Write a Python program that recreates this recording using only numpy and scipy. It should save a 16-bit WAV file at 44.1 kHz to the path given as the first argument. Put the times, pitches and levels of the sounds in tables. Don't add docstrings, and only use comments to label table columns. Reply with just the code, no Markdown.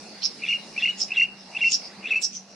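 import sys
import numpy as np
from scipy import signal
from scipy.fft import rfft, irfft, next_fast_len
from scipy.io import wavfile
from scipy.ndimage import uniform_filter1d, map_coordinates

SR = 44100
rng = np.random.default_rng(int(sys.argv[2]) if len(sys.argv) > 2 else 0)


def generate_wav(sig):
    pcm = np.round(np.clip(np.atleast_2d(sig).T, -1, 1) * 32767).astype(np.int16)
    wavfile.write(sys.argv[1], SR, pcm)


N = 112454


def amp(db):
    return 10 ** (np.asarray(db) / 20)


def unit(x):
    return x / np.sqrt(np.mean(x ** 2) + 1e-20)


def along(points, hz):
    f, v = np.transpose(points)
    return np.interp(np.log(hz + 1), np.log(f + 1), v, left=v[0], right=v[-1])


def curve(rows):
    return np.interp(np.arange(N) / SR, *np.transpose(rows))


def wobble(rate):
    points = rng.standard_normal(int(N / SR * rate) + 4)
    return map_coordinates(points, [np.arange(N) * rate / SR])


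def filtered(x, response):
    m = next_fast_len(N + SR // 2)
    return irfft(rfft(x, m) * response(np.fft.rfftfreq(m, 1 / SR)), m)[..., :N]


def coloured(spectrum):
    def response(f):
        inside = (f > spectrum[0][0]) & (f < spectrum[-1][0])
        return amp(along(spectrum, f)) * inside
    return unit(filtered(rng.standard_normal(N), response))


def peak(hz, wide_hz):
    return lambda f: 1j * f * wide_hz / (hz * hz - f * f + 1j * f * wide_hz)


def swell(at, rise, fall, top_s):
    u = np.arange(N) / SR - at
    slope = np.where(u < 0, rise, fall)
    return amp(-slope * (np.sqrt(u * u + top_s ** 2) - top_s))


# (frequency [Hz], likeness [-1 to 1])
LIKENESS = [(80, 0.33), (150, 0.98), (370, 0.94), (900, 0.77), (2240, 0.62), (5520, 0.016), (13600, 0.78)]


def rush(spectrum, patchy_db):
    z = signal.stft(rng.standard_normal((2, N)), nperseg=512)[2]
    patches = uniform_filter1d(rng.standard_normal(z.shape[1:]), 5, 0)
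    patches = unit(uniform_filter1d(patches, 12, 1))
    pair = signal.istft(z * amp(patchy_db * patches), nperseg=512)[1][:, :N]

    def response(hz):
        gain = amp(along(spectrum, hz)) * (hz > spectrum[0][0])
        turn = np.arccos(np.clip(along(LIKENESS, hz), -1, 1)) / 2
        return gain * [np.cos(turn), np.sin(turn)]
    mid, side = filtered(pair, response)
    return unit(np.array([mid + side, mid - side]))


# (frequency [Hz], relative level [dB])
WASH_SPECTRUM = [(15, -63), (25, -18.5), (75, -26), (202, -2), (298, -8), (525, -9), (805, -7.5),
                 (1010, -15.5), (2780, -14), (3200, -32), (4160, -49.5), (7040, -120)]
# (time [s], level [dB])
WASH_LOUDNESS = [(0, -48), (1.1, -48), (1.4, -49.5), (2.15, -47), (2.26, -53), (2.4, -54), (2.55, -52)]


def low_wash():
    level_db = curve(WASH_LOUDNESS) + 0.39 * wobble(3.1)
    return amp(level_db) * rush(WASH_SPECTRUM, patchy_db=2.2)


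# (frequency [Hz], relative level [dB])
HISS_SPECTRUM = [(2600, -22), (3200, -10), (4100, 0), (5300, 1.7), (6600, -11.5), (8600, -15.5),
                 (10500, -18.5), (12000, -36.5), (12600, -66.5), (14000, -67.5)]
# (time [s], level [dB])
HISS_LOUDNESS = [(0, -46.5), (.6, -46), (.95, -47), (1.3, -55.5), (1.6, -48), (2.0, -50), (2.42, -55.5),
                 (2.55, -56.5)]


def insect_hiss():
    level_db = curve(HISS_LOUDNESS) + 0.3 * wobble(9.78)
    return amp(level_db) * rush(HISS_SPECTRUM, patchy_db=3)


HUM_HZ, HUM_WIDE_HZ = 197.9, 14.4
HUM_DB, HUM_WAVER_DB = -54.5, 4


def far_hum():
    pitch = HUM_HZ + HUM_WIDE_HZ / 2 * wobble(11)
    level_db = HUM_DB + HUM_WAVER_DB * np.tanh(wobble(7.2))
    return np.sqrt(2) * amp(level_db) * np.sin(2 * np.pi * np.cumsum(pitch) / SR)


FLOOR_LEFT_DB = -0.8


def surroundings():
    balance = amp([[FLOOR_LEFT_DB / 2], [-FLOOR_LEFT_DB / 2]])
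    return (low_wash() + insect_hiss() + far_hum()) * balance


def echo(x, decays):
    hz, t, z = signal.stft(rng.standard_normal((2, SR // 2)), SR, nperseg=256)
    fading = amp(-60 * t / along(decays, hz)[:, None])
    tail = signal.istft(z * fading, SR, nperseg=256)[1]
    return signal.fftconvolve(np.atleast_2d(x), tail / np.linalg.norm(tail[0]), axes=1)[:, :N]


# (frequency [Hz], time to fade by 60 dB [s])
BUSH_DECAY = [(2000, 0.1), (3000, 0.39), (5500, 0.32), (10000, 0.078)]


def bush_echo(x):
    return echo(x, BUSH_DECAY)


THROAT_WIDE_HZ, SKIRT_DB = 290, -11


def throat(hz):
    def bell(f, wide):
        return np.exp(-.5 * ((f - hz) / wide) ** 2)
    return lambda f: bell(f, THROAT_WIDE_HZ) + amp(SKIRT_DB) * bell(f, 3 * THROAT_WIDE_HZ)


PULSES_PER_S, PULSE_SCATTER = 175, .2
PULSE_DB, BREATH_DB = 2.5, -2
CHIRP_SPREAD_DB = 3


def two_ear_noise():
    shared = rng.standard_normal(N)
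    return shared + amp(CHIRP_SPREAD_DB) * rng.standard_normal((2, N))


def rasp_drive():
    rate = PULSES_PER_S * np.exp(PULSE_SCATTER * wobble(120))
    beat = np.floor(np.cumsum(rate) / SR)
    pulses = np.diff(beat, prepend=0) * amp(PULSE_DB * wobble(300)) * np.sign(wobble(400))
    return unit(pulses) + amp(BREATH_DB) * two_ear_noise()


TOP_S, FIZZ_TOP_S = .015, .004
FIZZ_LEAD_S, FIZZ_RISE, FIZZ_FALL = 0.023, 1, 0.36
FIZZ_GRAIN_DB = 3
CHIRP_LAG_S, CHIRP_ECHO_DB = .00001, -15.5
# (peak time [s], rise [dB/s], fall [dB/s], level [dB], throat pitch [Hz],
# left over right [dB], hiss over throat sound [dB], brightness [stretch of the hiss spectrum])
RASPY_CHIRPS = [(0.252, 1200, 800, -20, 5220, -4, -13, .62), (1.02, 1000, 750, -23, 5300, -2.5, -11, .98),
                (1.747, 700, 1300, -17, 5350, -0.3, -10, .97),
                (2.248, 1300, 1100, -19, 5500, -4.5, -13, 1.1), (2.366, 600, 600, -33.5, 5850, -3, -10, .9),
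                (1.673, 300, 203, -41, 5250, -2, -8, .8), (1.858, 450, 450, -39, 5020, -1.5, -15, .75),
                (2.52, 400, 400, -50, 5630, 0, -10, .75), (0.701, 254, 255, -50, 5300, 0, -15, .75),
                (1.40, 350, 300, -50, 5270, -2, -12, .75)]
# (frequency [Hz], relative level [dB])
CHIRP_HISS = [(2300, -22), (3600, -12), (4500, -17), (6000, -13.5), (6900, -2), (7600, -11.5), (8500, -19),
              (10500, -32.5), (12500, -50), (14200, -66.5)]


def rasper():
    drive, air = rasp_drive(), two_ear_noise()
    grain = amp(FIZZ_GRAIN_DB * wobble(350))
    chirps = np.zeros((2, N))
    for s, rise, fall, db, hz, left_db, hiss_db, bright in RASPY_CHIRPS:
        fizz = unit(filtered(air, lambda f: amp(along(CHIRP_HISS, f / bright)) * (f > CHIRP_HISS[0][0])))
        hiss_shape = swell(s - FIZZ_LEAD_S, rise * FIZZ_RISE, fall * FIZZ_FALL, FIZZ_TOP_S)
        hiss = amp(hiss_db) * grain * fizz * hiss_shape
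        ring = unit(filtered(drive, throat(hz))) * swell(s, rise, fall, TOP_S)
        balance_db = np.array([[left_db], [-left_db]]) / 2
        chirps += amp(db + balance_db) * (ring + hiss)
    near = filtered(chirps, lambda f: np.exp(1j * np.pi * np.outer([1, -1], f * CHIRP_LAG_S)))
    return near + amp(CHIRP_ECHO_DB) * bush_echo(chirps)


EDGE_S, OCTAVE_DB = .0022, -42
DROOP, ARCH_DB = 1.5, 1.5


def notes(rows, quaver_db, quaver_hz, sag_hz):
    t, out, level = np.arange(N) / SR, np.zeros(N), np.zeros(N)
    shake, drift = amp(quaver_db * wobble(220)), quaver_hz * wobble(160)
    for s, length, hz0, hz1, db0, db1 in rows:
        span = slice(int((s - EDGE_S) * SR), int((s + length + EDGE_S) * SR))
        u = t[span] - s
        to_edge = np.minimum(u + EDGE_S / 2, length + EDGE_S / 2 - u)
        edge = np.sin(np.pi / 2 * np.clip(to_edge / (2 * EDGE_S), 0, 1)) ** 2
        pitch = hz0 + (hz1 - hz0) * u / length + drift[span] - sag_hz * (1 - edge)
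        phase = 2 * np.pi * np.cumsum(pitch) / SR
        level_db = db0 + (db1 - db0) * abs(u / length) ** DROOP + ARCH_DB * np.sin(np.pi * u / length)
        gain = edge * amp(level_db) * shake[span]
        out[span] += np.sqrt(2) * gain * (np.sin(phase) + amp(OCTAVE_DB) * np.sin(2 * phase))
        level[span] += gain
    return out, level


ASIDE_S = .006
# (time [s], pitch [Hz], level [dB])
SIDE_NOTES = [(.431, 2150, -33), (.462, 2340, -32), (.505, 2350, -28), (.529, 2310, -29), (.851, 2190, -30),
              (.875, 2190, -32.5), (1.191, 2200, -26), (1.2125, 2153, -25), (1.586, 2200, -31),
              (1.608, 2230, -31), (1.6375, 2200, -27), (2.128, 2300, -29), (2.150, 2270, -29)]


def side_notes():
    rows = [(s, ASIDE_S, hz, hz, db, db) for s, hz, db in SIDE_NOTES]
    return notes(rows, quaver_db=-5.0, quaver_hz=38.5, sag_hz=0)[0]


FLARE_HZ, FLARE_WIDE_HZ, FLARE_TOP_S = 3450, 450, 0.006
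FLARE_LOW_HZ, FLARE_LOW_DB = 2036, -6
# (peak time [s], rise [dB/s], fall [dB/s], level [dB])
BUZZ_FLARES = [(0.473, 696, 489, -38.5), (0.812, 912.5, 509, -33.5), (1.156, 905, 512.5, -35),
               (1.594, 900, 610, -39), (2.094, 593, 601, -35.5)]


def buzzy_flares():
    def two_bands(f):
        upper = peak(FLARE_HZ, FLARE_WIDE_HZ)(f) ** 2
        lower = peak(FLARE_LOW_HZ, FLARE_WIDE_HZ)(f) ** 2
        return upper + amp(FLARE_LOW_DB) * lower
    buzz = unit(filtered(rng.standard_normal(N), two_bands))
    return buzz * sum(amp(db) * swell(s, rise, fall, FLARE_TOP_S) for s, rise, fall, db in BUZZ_FLARES)


HUSK_DB, HAZE_DB = -27, -25.5
JOIN_DB, JOIN_S = -28, 0.07
# (frequency [Hz], relative level [dB])
BREATH_SPECTRUM = [(1900, -42), (2100, 3), (2500, 3.5), (2900, 9.5), (3100, -33.5)]
# (frequency [Hz], relative level [dB])
HIGH_BREATH_SPECTRUM = [(3900, -19.5), (4400, 6), (5000, -14.5), (5700, 8), (6300, -10), (8000, -10.5),
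                        (8600, -29.5)]


def breath(level):
    near = uniform_filter1d(level, size=300)
    wide = np.sqrt(abs(uniform_filter1d(level, int(JOIN_S * SR))))
    strength = amp(HUSK_DB) * near + amp(JOIN_DB) * wide
    husk = strength * coloured(BREATH_SPECTRUM) * amp(0.61 * wobble(240))
    return husk + amp(HAZE_DB) * near * coloured(HIGH_BREATH_SPECTRUM)


QUAVER_DB, QUAVER_HZ = .7, 14
EDGE_SAG_HZ = 350
WHISTLE_ECHO_DB = -19
FAR_DB, FAR_T60_S = -27, .7
# (time [s], length [s],
# first pitch [Hz], last pitch [Hz], first level [dB], last level [dB])
WHISTLE_NOTES = [ (.419, 0.013, 2350, 2500, -36, -35), (.435, 0.013, 2800, 2530, -24, -32.5),
                 (.450, 0.0046, 2650, 2560, -22, -29), (.479, 0.0041, 2600, 2620, -26, -25),
                 (.485, 0.026, 2828, 2780, -22.5, -24.5), (.508, 0.012, 2844, 2690, -19, -40),
                 (.515, 0.015, 2790, 2820, -23, -29.5), (.525, 0.0069, 2670, 2800, -19, -19.5),
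                 (.533, 0.039, 2880, 2771, -21, -34.5), (.762, 0.013, 2445, 2340, -34, -34.5),
                 (.777, 0.024, 2715, 2550, -23, -37), (.822, 0.0067, 2660, 2840, -22, -26.5),
                 (.828, 0.024, 2710, 2877, -21.5, -20.5), (.856, 0.016, 2680, 2930, -17, -29),
                 (.872, 0.0056, 2920, 2720, -19, -25.5), (.880, 0.0054, 2800, 2780, -17.5, -27.5),
                 (.885, .029, 2844, 2937, -20, -31.5), (1.105, .008, 2550, 2550, -31, -33),
                 (1.1175, .013, 2720, 2640, -22.5, -33), (1.133, .006, 2760, 2700, -28, -33),
                 (1.160, .005, 2760, 2750, -24, -26), (1.168, .0235, 2824, 2690, -19.5, -16),
                 (1.196, .0175, 2750, 2790, -18, -18), (1.2175, .028, 2730, 2820, -15, -22),
                 (1.246, .014, 2820, 2800, -25, -34), (1.548, .014, 2620, 2600, -33, -29),
                 (1.564, .013, 2700, 2760, -26, -24), (1.607, .0035, 2700, 2700, -25, -28),
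                 (1.612, .026, 2780, 2760, -24, -18), (1.6425, .046, 2700, 2745, -19, -19.5),
                 (1.688, .012, 2790, 2760, -28, -35), (2.039, 0.017, 2410, 2500, -38, -33),
                 (2.055, 0.012, 2610, 2610, -26.5, -34.5), (2.067, 0.011, 2490, 2870, -34, -27),
                 (2.106, 0.0225, 2683, 2600, -23, -17) , (2.134, 0.008, 2600, 2600, -22, -26),
                 (2.143, 0.007, 2690, 2540, -23, -22), (2.1555, 0.032, 2610, 2660, -21, -25),
                 (2.188, .009, 2650, 2600, -31, -34) ]


def whistler():
    tone, level = notes(WHISTLE_NOTES, QUAVER_DB, QUAVER_HZ, EDGE_SAG_HZ)
    voice = tone + side_notes() + buzzy_flares() + breath(level)
    far_answer = echo(tone, [(2800, FAR_T60_S)])
    return voice + amp(WHISTLE_ECHO_DB) * bush_echo(voice) + amp(FAR_DB) * far_answer


def scene():
    return surroundings() + rasper() + whistler()


TOP_HZ = 14250


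def record(dry):
    return filtered(dry, lambda hz: hz < TOP_HZ)


dry = scene()
out = record(dry)
generate_wav(out)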